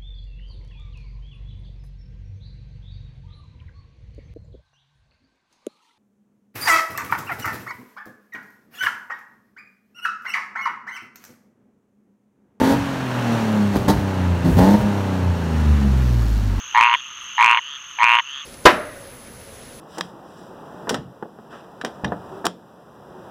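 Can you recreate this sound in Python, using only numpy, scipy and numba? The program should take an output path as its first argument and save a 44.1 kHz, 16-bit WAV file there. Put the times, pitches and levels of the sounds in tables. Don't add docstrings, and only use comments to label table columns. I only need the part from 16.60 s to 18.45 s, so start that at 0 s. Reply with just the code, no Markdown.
import sys
import numpy as np
from scipy import signal
from scipy.fft import rfft, irfft
from scipy.io import wavfile
from scipy.ndimage import uniform_filter1d
from numba import njit

SR = 44100
rng = np.random.default_rng(int(sys.argv[2]) if len(sys.argv) > 2 else 0)


def pcm_store(signal):
    levels = np.round(np.clip(np.atleast_2d(signal), -1, 1) * 32767)
    wavfile.write(sys.argv[1], SR, levels.astype(np.int16).T)


N = 81585
TIME = np.arange(N) / SR


def undb(db):
    return 10 ** (np.asarray(db) / 20)


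def unit(x):
    return x / np.sqrt(np.mean(x ** 2))


def curve(t, table, column=1):
    rows = np.array(table)
    return np.interp(t, rows[:, 0], rows[:, column])


def add(out, start_s, sound):
    start = int(start_s * SR)
    part = sound[:max(0, N - start)]
    out[start:start + len(part)] += part


def band(hz, width_hz):
    f = np.fft.rfftfreq(N, 1 / SR)
    return unit(irfft(rfft(rng.standard_normal(N)) * np.exp(-2 * ((f - hz) / width_hz) ** 2), N))


def equalise(x, table):
    f = np.fft.rfftfreq(N, 1 / SR) + 1
    hz, db = np.array(table).T
    return irfft(rfft(x) * undb(np.interp(np.log(f), np.log(hz), db)), N)


# f/Hz, relative level/dB
NIGHT_COLOUR = [(30, -19.5), (113, -19), (250, -21), (500, -26), (720, -26.5), (850, -17.5), (1200, -2.5),
                (1750, -10), (2400, -12.5), (2800, -2), (3300, -4), (3700, -14.5), (4500, -26.5),
                (5200, -29), (6400, -12.5), (7500, -33.5), (9000, -40.5), (11500, -43), (15000, -55)]
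# t/s, level/dB
CHORUS_SWELLS = [(0, -49.5), (.12, -40), (.45, -39), (.6, -49.5), (.73, -38.5), (1.0, -34.5), (1.3, -45.5),
                 (1.62, -40), (1.85, -42)]
def night_chorus():
    wash = unit(equalise(rng.standard_normal(N), NIGHT_COLOUR))
    wash *= undb(-38.5 + .22 * band(0, 2) + 1.93 * band(130, 17))
    bright = band(2920, 570) * undb(curve(TIME, CHORUS_SWELLS) + 3.7 * band(129, 25))
    return wash + bright


WING_RATE_HZ, CHIRP_TOP_HZ, CHIRP_FALL_HZ = 44.9, 6500, 601
# t/s, level/dB
STEADY_INSECT = [(0, -41.5), (.25, -43), (1.1, -41), (1.85, -43.5)]
FADING_INSECT = [(0, -44.5), (.17, -43.5), (.23, -61), (1.85, -61.5)]
def insect(levels, first_s, waver_hz):
    stroke = ((TIME - first_s) * WING_RATE_HZ + .02 * band(0, 5)) % 1
    hz = CHIRP_TOP_HZ - CHIRP_FALL_HZ * stroke ** 3 + waver_hz * band(0, 464)
    phase = 2 * np.pi * np.cumsum(hz) / SR
    scrape = np.sin(phase) + undb(-27) * np.sin(2 * phase) + undb(-13) * band(6290, 670)
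    envelope = np.abs(np.sin(np.pi * stroke ** 1.47)) ** .44
    return unit(envelope * scrape) * undb(curve(TIME, levels))


PUSH_S, SWELL_S = .003, .0022
RING_S, DAMPED_RING_S, TAIL_S = .0035, .0011, .0039
# harmonic number, level/dB
THROAT_OVERTONES = [(2, -2.5), (3, -16), (4, -28)]
def throat_tone(t, age, throat_hz, snap_gain):
    push = np.exp(-(t / PUSH_S) ** 4)
    sag = 1 - .09 * np.exp(-age / .03)
    hz = throat_hz * sag * (1 + .14 * (push - push.mean()))
    phase = 2 * np.pi * np.cumsum(hz) / SR
    swell = np.sin(np.pi / 2 * np.minimum(t / SWELL_S, 1))
    ring_s = RING_S + (DAMPED_RING_S - RING_S) * min(snap_gain, 1)
    after = np.maximum(t - SWELL_S, 0)
    decay = .78 * np.exp(-after / ring_s) + .22 * np.exp(-after / TAIL_S)
    overtones = sum(undb(db) * np.cos(round(k) * (phase - np.pi / 2)) for k, db in THROAT_OVERTONES)
    return swell * decay * np.sin(phase) + np.sqrt(swell) * push * overtones / (1 + snap_gain)


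SNAP_DELAY_S, CRACK_S, SNAP_ATTACK_S, SNAP_RING_S = .003, .00028, .00038, .0011
CRACK_HZ, SNAP_RING_HZ, SNAP_RISE_HZ_PER_S = 2214, 2236, 3780
def snap(t, age):
    since = t - SNAP_DELAY_S
    crack = np.exp(-.5 * (since / CRACK_S) ** 2) * np.sin(2 * np.pi * CRACK_HZ * since)
    envelope = (1 + np.tanh(since / SNAP_ATTACK_S)) / 2 * np.exp(-np.maximum(since, 0) / SNAP_RING_S)
    ring = envelope * np.sin(2 * np.pi * (SNAP_RING_HZ + SNAP_RISE_HZ_PER_S * age) * since)
    return undb(-3.5) * crack + undb(-4) * ring


PULSE_RATE_HZ, THROAT_HZ, JITTER_S, SCATTER_DB = 117.2, 957, .00007, .5
# t/s, throat level/dB, snap level/dB, cut on every other snap/dB
FIRST_CROAK = [(0.146, -7, -12.5, 2), (0.173, -3, -59, 8), (0.199, -5.5, -28, -5), (.207, -3, 1.5, 21),
               (0.233, -3, 1.5, -0.5), (0.276, -4, -3, 3), (0.301, -8.5, -4, 17), (.325, -7.5, -5, 16),
               (.337, -4, -3, -4.5), (0.348, -13.5, -2, -11)]
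SECOND_CROAK = [(.78, -8.5, -44, -7), (0.804, -3.5, -3, 44), (0.839, -4.5, 2, 35), (0.852, -3, 3.5, 2.5),
                (0.926, -1, 4, 1), (0.937, -3.5, 8.5, 16), (.961, -7.5, -8.5, 3), (.97, -5.5, -2, -6),
                (.98, -9, -7.5, -11.5)]
THIRD_CROAK = [(1.387, -16, -19.5, -8), (1.404, -7.5, -24, -7), (1.423, -2.5, -31, 6), (1.428, -1.5, 0, -3),
               (1.454, -4, 2, 0.5), (1.551, -2.5, 3, 0.5), (1.576, -9.5, -0.5, 10), (1.585, -4, 1.5, 21),
               (1.594, -9.5, -18, -20)]
# start t/s, length/s, squeak t/s
CROAK_CUES = [(.1470, .202, .346), (.7805, .204, .984), (1.3862, .210, 1.595)]
# f/Hz, level/dB
BODY_RADIATION = [(300, -49.5), (560, -7), (680, -1.5), (780, -3), (845, -8.5), (940, .5), (1100, 1),
                  (1300, 3), (1600, 5), (2000, -3), (2450, 4), (2900, -1.5), (3700, 2), (4400, -3.5),
                  (6000, -9)]
def treefrog():
    out, t = np.zeros(N), np.arange(SR // 40) / SR
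    for (start, length, squeak_s), dynamics in zip(CROAK_CUES, [FIRST_CROAK, SECOND_CROAK, THIRD_CROAK]):
        age = 0
        for k, (late, tone_luck, snap_luck, waver) in enumerate(rng.standard_normal((40, 4))):
            if age > length:
                break
            tone_db, snap_db, cut_db = (curve(start + age, dynamics, column) for column in (1, 2, 3))
            tone_gain = undb(tone_db + SCATTER_DB * tone_luck)
            snap_gain = undb(snap_db - (k % 2 == 0) * cut_db + SCATTER_DB * snap_luck)
            tone = throat_tone(t, age, THROAT_HZ * (1 + .022 * waver), snap_gain)
            onset = start + np.round(age * THROAT_HZ) / THROAT_HZ + JITTER_S * late
            add(out, onset, tone_gain * tone + snap_gain * snap(t, age))
            age += (1 + .06 * np.exp(-age / .03)) / PULSE_RATE_HZ
        add(out, squeak_s, squeak())
    rasp = undb(-17) * uniform_filter1d(np.abs(out), size=60) * band(2000, 3160)
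    return equalise(out + rasp, BODY_RADIATION)


def grass(x, decay_s=.0026, build_s=.0042, wet_db=-11.5):
    t = np.arange(SR // 10) / SR
    echo = rng.standard_normal(len(t)) * np.exp(-t / decay_s) * (1 - np.exp(-t / build_s))
    return x + undb(wet_db) * signal.fftconvolve(x, echo / np.linalg.norm(echo))[:N]


ANSWER_RATE_HZ, ANSWER_HZ, ANSWER_RISE_HZ, ANSWER_RING_S = 140, 2810, 507, .0012
# t/s, length/s, level/dB
ANSWER_CUES = [(0.253, .155, -23), (1.023, 0.15, -21), (1.652, .165, -22)]
# f/Hz, level/dB
ANSWER_RESONANCES = [(1300, -12), (1800, -14), (4600, -26)]
def answering_frog():
    out, t = np.zeros(N), np.arange(SR // 100) / SR
    envelope = (t / ANSWER_RING_S) ** 2 * np.exp(2 - 2 * t / ANSWER_RING_S)
    body = sum(undb(db) * np.sin(2 * np.pi * hz * t) for hz, db in ANSWER_RESONANCES)
    for start, length, db in ANSWER_CUES:
        for age in np.arange(0, length, 1 / ANSWER_RATE_HZ):
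            progress = age / length
            hz = ANSWER_HZ + ANSWER_RISE_HZ * np.sin(np.pi / 2 * progress)
            fade_db = 10 * (progress - .58) ** 2
            onset = start + age + 2 * JITTER_S * rng.standard_normal()
            add(out, onset, undb(db - fade_db) * envelope * (np.sin(2 * np.pi * hz * t) + body))
    return out


# harmonic number, level/dB
SQUEAK_HARMONICS = [(1, -1.5), (2, 0.5), (3, -6.5), (4, -33)]
def squeak(length_s=.011, start_hz=1180, fall_hz=300):
    progress = np.linspace(0, 1, int(length_s * SR))
    phase = 2 * np.pi * np.cumsum(start_hz - fall_hz * progress) / SR
    tone = sum(undb(db) * np.sin(round(k) * phase) for k, db in SQUEAK_HARMONICS)
    return undb(-12) * np.sin(np.pi * progress) * tone


# t/s, length/s, level/dB
RUSTLE_CUES = [(.61, 0.042, -57.5), (1.28, 0.066, -66), (1.692, 0.02, -65)]
def rustles():
    swells = sum(undb(db) * np.exp(-(2 * (TIME - start) / length - 1) ** 2)
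                 for start, length, db in RUSTLE_CUES)
    return swells * band(9600, 5000) * undb(5.4 * band(0, 150))


@njit
def gain_control(x, threshold, attack_s, release_s):
    out, peak, gain = np.empty(len(x)), 0., 1.
    for i in range(len(x)):
        peak = max(abs(x[i]), peak * (1 - 1 / (release_s * SR)))
        gain += (threshold / max(peak, threshold) - gain) / (attack_s * SR)
        out[i] = x[i] * gain
    return out


def scene():
    insects = insect(STEADY_INSECT, first_s=.007, waver_hz=60.2)
    insects += insect(FADING_INSECT, first_s=.0035, waver_hz=145)
    return (grass(treefrog()) + grass(answering_frog()) + insects + night_chorus() + rustles())[None]


CLIP_HARDNESS, TOP_HZ = 14, 15500
def record(dry):
    held = gain_control(dry[0], threshold=1.18, attack_s=.0006, release_s=1.1)
    clipped = held / (1.5 + np.abs(held) ** CLIP_HARDNESS) ** (1 / CLIP_HARDNESS)
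    return signal.sosfilt(signal.ellip(10, .2, 80, TOP_HZ, fs=SR, output="sos"), clipped)[None]


dry = scene()
out = record(dry)
pcm_store(out)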